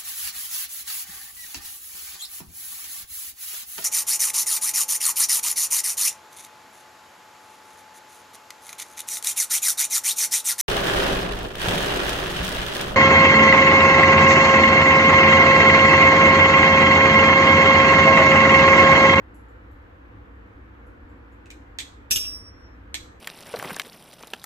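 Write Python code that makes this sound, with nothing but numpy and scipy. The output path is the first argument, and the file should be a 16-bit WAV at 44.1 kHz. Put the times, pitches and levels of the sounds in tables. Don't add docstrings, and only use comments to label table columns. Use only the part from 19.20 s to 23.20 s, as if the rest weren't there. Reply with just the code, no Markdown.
import sys
import numpy as np
from scipy import signal
from scipy.fft import rfft, irfft
from scipy.io import wavfile
from scipy.ndimage import uniform_filter1d

SR = 44100
rng = np.random.default_rng(int(sys.argv[2]) if len(sys.argv) > 2 else 0)


def generate_wav(signal):
    frames = np.transpose(np.atleast_2d(signal))
    scaled = np.clip(frames, -1, 1) * 32767
    pcm = np.round(scaled).astype(np.int16)
    wavfile.write(sys.argv[1], SR, pcm)


N = 176400
T = np.arange(SR) / SR


def handle_clacks():
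    # (time [s], level [dB], brightness [dB/octave],
    #  main resonance [Hz], its boost [dB], left over right [dB], left delay [ms])
    hits = [(2.9042, -38.5, -4, 3800, 6, -5, .4), (2.9087, -17.5, -1, 5450, 11.5, -2.5, .45),
            (2.9125, -15.5, 0.5, 5500, 16.5, -2, .45), (2.9208, -20.5, 2, 8200, 9, 5, .4),
            (2.9595, -16, 0, 2850, 6, -2.5, .3), (3.0385, -39.5, -4, 3300, 9, 0, .2),
            (3.0453, -38.5, -7, 2800, 19, -4, .2)]
    # (frequency [Hz], level [dB])
    colour = [(100, -4), (400, -8.5), (1000, -26), (1600, -7), (2200, -16), (2500, 0), (3800, -0.5),
              (4500, -7.5), (5800, -2.5), (8300, -0.5), (10550, -3), (10850, 5.5), (11100, 0.5), (11400, 0),
              (11800, -3), (12150, 3.5), (12750, -7.5), (13090, -2.5), (13400, -4.5)]
    out = np.zeros((2, N))
    for s, db, *tone in hits:
        add(out, s, contact(db, colour, *tone, crack_s=.03, clatter_s=.05, clatter_db=-5))
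    return out


def handle_ring(slam_s=2.909):
    # (frequency [Hz], level [dB], time to fade 60 dB [s])
    notes = [(2379, -43, .65), (2562, -33, .3), (3420, -31, .25), (5391, -27, .28), (5475, -27.5, 1.9),
             (5880, -32, .3), (6306, -24, .38), (8048, -31, .2), (8180, -30, .22), (8748, -39, 1.1),
             (10835, -33, .56), (11390, -34, .28), (12150, -29, .26), (13088, -25, .45)]
    # (time [s], level [dB])
    grip = [(2.909, 0), (3.17, 0), (3.23, -11), (3.285, -5), (3.32, -18), (3.46, -18), (3.56, -32),
            (3.9, -70)]
    grip_gain = amp(np.interp(slam_s + T, *np.transpose(grip)))
    out = np.zeros((2, N))
    add(out, slam_s, ring(notes, level_db=-0.5) * grip_gain)
    return out


def handle_knocks():
    # (time [s], level [dB], brightness [dB/octave], main resonance [Hz], its boost [dB],
    #  left over right [dB], left delay [ms])
    knocks = [(2.258, -52, -1, 2600, 16, -2, 0), (2.3036, -40, 0.5, 2400, 13, -1, .15),
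              (2.5868, -25.5, -1.5, 3520, 11, -4, .15), (2.6033, -32.5, -0.5, 3560, 1, 0, 0),
              (3.743, -24.5, -0.9, 3640, 4, -1.5, -.1)]
    # (frequency [Hz], level [dB])
    colour = [(150, -18.5), (900, -16), (1400, -17.5), (1950, 0), (2700, -3.5), (4000, 0), (4800, -6),
              (7300, -3), (8400, -3), (8900, -8.5), (11000, -17.5), (13300, -15.5)]
    # (frequency [Hz], level [dB], time to fade 60 dB [s])
    notes = [(2239, -11, .2), (2379, -13, .2), (3980, -11, .22), (6306, -11, .3), (6890, -14, .24),
             (7477, -18, .28), (10800, -22, .22), (11380, -21, .22), (12150, -25, .2), (13088, -23, .25)]
    out = np.zeros((2, N))
    for s, db, *tone in knocks:
        knock = contact(db, colour, *tone, crack_s=.018, clatter_s=.11, clatter_db=-13)
        add(out, s, knock + ring(notes, db - 13.5))
    return out


def pivot_ticks():
    # (time [s], level [dB], main resonance [Hz])
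    ticks = [(0.1436, -54.5, 11000), (.192, -66, 10600), (.2848, -65, 7370), (0.514, -64, 13000),
             (1.666, -65, 11100), (1.8926, -68, 7550), (2.12, -65.5, 6800)]
    # (frequency [Hz], level [dB])
    colour = [(1000, -27), (5000, -19), (7600, -3.5), (8800, -14), (11000, -3.5), (12200, -17),
              (13200, -2.5)]
    out = np.zeros((2, N))
    for s, db, hz in ticks:
        add(out, s, contact(db, colour, tilt_db=0, peak_hz=hz, boost_db=12, pan_db=0, lag_ms=0,
                            crack_s=.031, clatter_s=.23, clatter_db=0, width=.014))
    return out


def contact(level_db, colour, tilt_db, peak_hz, boost_db, pan_db, lag_ms,
            crack_s, clatter_s, clatter_db, width=.092):
    crack, left, other = rng.standard_normal((3, SR))
    likeness = 0.58
    clatter = stereo(left, other, likeness) * amp(clatter_db - 60 * T / clatter_s)
    burst = rfft(crack * amp(-60 * T / crack_s) + clatter)
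    burst /= np.sqrt(uniform_filter1d(abs(burst) ** 2, size=1200, axis=1))
    hz = abs(np.fft.fftfreq(SR, 1 / SR)) + 1
    tone_db = read(colour, hz) + tilt_db * np.log2(np.maximum(hz, 1000) / 4000)
    peak_db = boost_db / (1 + ((hz / peak_hz - 1) / width) ** 2)
    log_gain = np.log(amp(tone_db + peak_db))
    body = np.exp(signal.hilbert(log_gain).conj())[:SR // 2 + 1]
    hit = irfft(burst * body, SR) * (T < .5)
    delays = [round(max(ms * SR / 1000, 0)) for ms in (lag_ms, -lag_ms)]
    hit = np.array([np.roll(side, delay) for side, delay in zip(hit, delays)])
    return unit(hit) * amp(level_db - 23 + np.array([[pan_db], [-pan_db]]) / 2)


def ring(notes, level_db, waver_db=3, waver_hz=16, left_lag_ms=.485):
    out = np.zeros((2, SR))
    arrival = np.array([T - left_lag_ms / 1000, T])
    for hz, db, fade_s in notes:
        waver = waver_db * drift(waver_hz, SR) * np.minimum(T / .1, 1)
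        out += amp(db + waver - 60 * T / fade_s) * np.sin(2 * np.pi * (hz * arrival + rng.random()))
    return out * amp(level_db)


def room_echo(sound, gap_s=.0058, early_fade_s=.071, early_db=-2, tail_db=-7.5):
    # (frequency [Hz], time to fade 60 dB [s])
    fades = [(200, 0.23), (2000, 0.29), (4000, 0.4), (8000, 0.36), (13000, 0.26)]
    noise = rng.standard_normal((2, SR)) * (T > gap_s)
    hz, t, spectrum = signal.stft(noise, SR, nperseg=256)
    spectrum *= amp(-60 * t / read(fades, hz)[:, None])
    tail = signal.istft(spectrum, SR, nperseg=256)[1][:, :SR]
    bounces = rng.choice([-1., 1.], (2, SR)) * (rng.random((2, SR)) < .04)
    early = bounces * (T > gap_s) * amp(-60 * T / early_fade_s)
    echo = (amp(tail_db) * unit(tail) + amp(early_db) * unit(early)) / np.sqrt(SR)
    return signal.fftconvolve(sound, echo, axes=1)[:, :N]


def room_air(above_bass_db=-50.5):
    # (frequency [Hz], level [dB])
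    colour = [(15, -50.5), (25, -10.5), (36, -24), (54, -5.5), (107, -9.5), (132, -24.5), (187, -16.5),
              (250, -16.5), (285, -11), (413, -23), (472, -14.5), (583, -22.5), (1320, -22.5),
              (1770, -24.5), (5240, -54.5), (7590, -59), (9630, -66), (10700, -60), (14000, -56.5)]
    # (frequency [Hz], likeness [-1 to 1])
    likeness = [(60, 1), (120, 0.81), (200, 0.69), (360, 0.83), (650, -0.53), (1200, -0.1), (2200, -0.5),
                (4000, 0.13), (8000, 0.15)]
    frames, hz = N // 1024 + 5, np.fft.rfftfreq(4096, 1 / SR)
    a, b, c, d, patches = rng.standard_normal((frames, len(hz), 5)).T
    patches = uniform_filter1d(patches, size=20, axis=0)
    flicker_db = unit(uniform_filter1d(patches, size=5, axis=1))
    spectrum = stereo(a + 1j * b, c + 1j * d, read(likeness, hz)[:, None])
    spectrum *= amp(read(colour, hz)[:, None] + flicker_db)
    air = signal.istft(spectrum, nperseg=4096, noverlap=3072)[1][:, :N]
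    above_bass = signal.sosfilt(signal.butter(4, 150, "high", fs=SR, output="sos"), air)
    return air * amp(above_bass_db) / above_bass.std()


def room_hum(waver_radians=.97):
    # (frequency [Hz], level [dB])
    tones = [(58.5, -50.5), (100.5, -58.5), (285, -62)]
    t = np.arange(N) / SR
    return sum(amp(db) * np.sqrt(2) * np.sin(2 * np.pi * hz * t + waver_radians * drift(15, N))
               for hz, db in tones)


def amp(db):
    return 10 ** (np.asarray(db) / 20)


def unit(x):
    return x / np.sqrt(np.mean(x ** 2) + 1e-20)


def read(points, hz):
    row_hz, value = np.transpose(points)
    return np.interp(np.log(hz + 1), np.log(row_hz + 1), value)


def add(mix, s, sound):
    part = mix[:, round(s * SR):][:, :sound.shape[1]]
    part += sound[:, :part.shape[1]]


def stereo(left, other, likeness):
    return np.array([left, likeness * left + np.sqrt(1 - likeness ** 2) * other])


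def drift(rate_hz, size):
    hz = np.fft.rfftfreq(size, 1 / SR)
    return unit(irfft(rfft(rng.standard_normal(size)) * np.exp(-(hz / rate_hz) ** 2), size))


def scene():
    hits = pivot_ticks() + handle_knocks() + handle_clacks()
    ringing = handle_ring()
    return hits + ringing + room_echo(hits + amp(-11) * ringing) + room_air() + room_hum()


def record(dry):
    hz = np.fft.rfftfreq(N, 1 / SR)
    above = lambda edge_hz: (1 + np.tanh((hz - edge_hz) / 90)) / 2
    quiet_band_db = -24.5 * (above(8990) - above(10470))
    dull_top_db = -29.5 * above(13300)
    coloured = irfft(rfft(dry) * amp(quiet_band_db + dull_top_db), N)
    low_pass = signal.firwin(255, 14104, window=("kaiser", 7), fs=SR)
    return signal.oaconvolve(coloured, low_pass[None], "same")


dry = scene()
out = record(dry)
generate_wav(out)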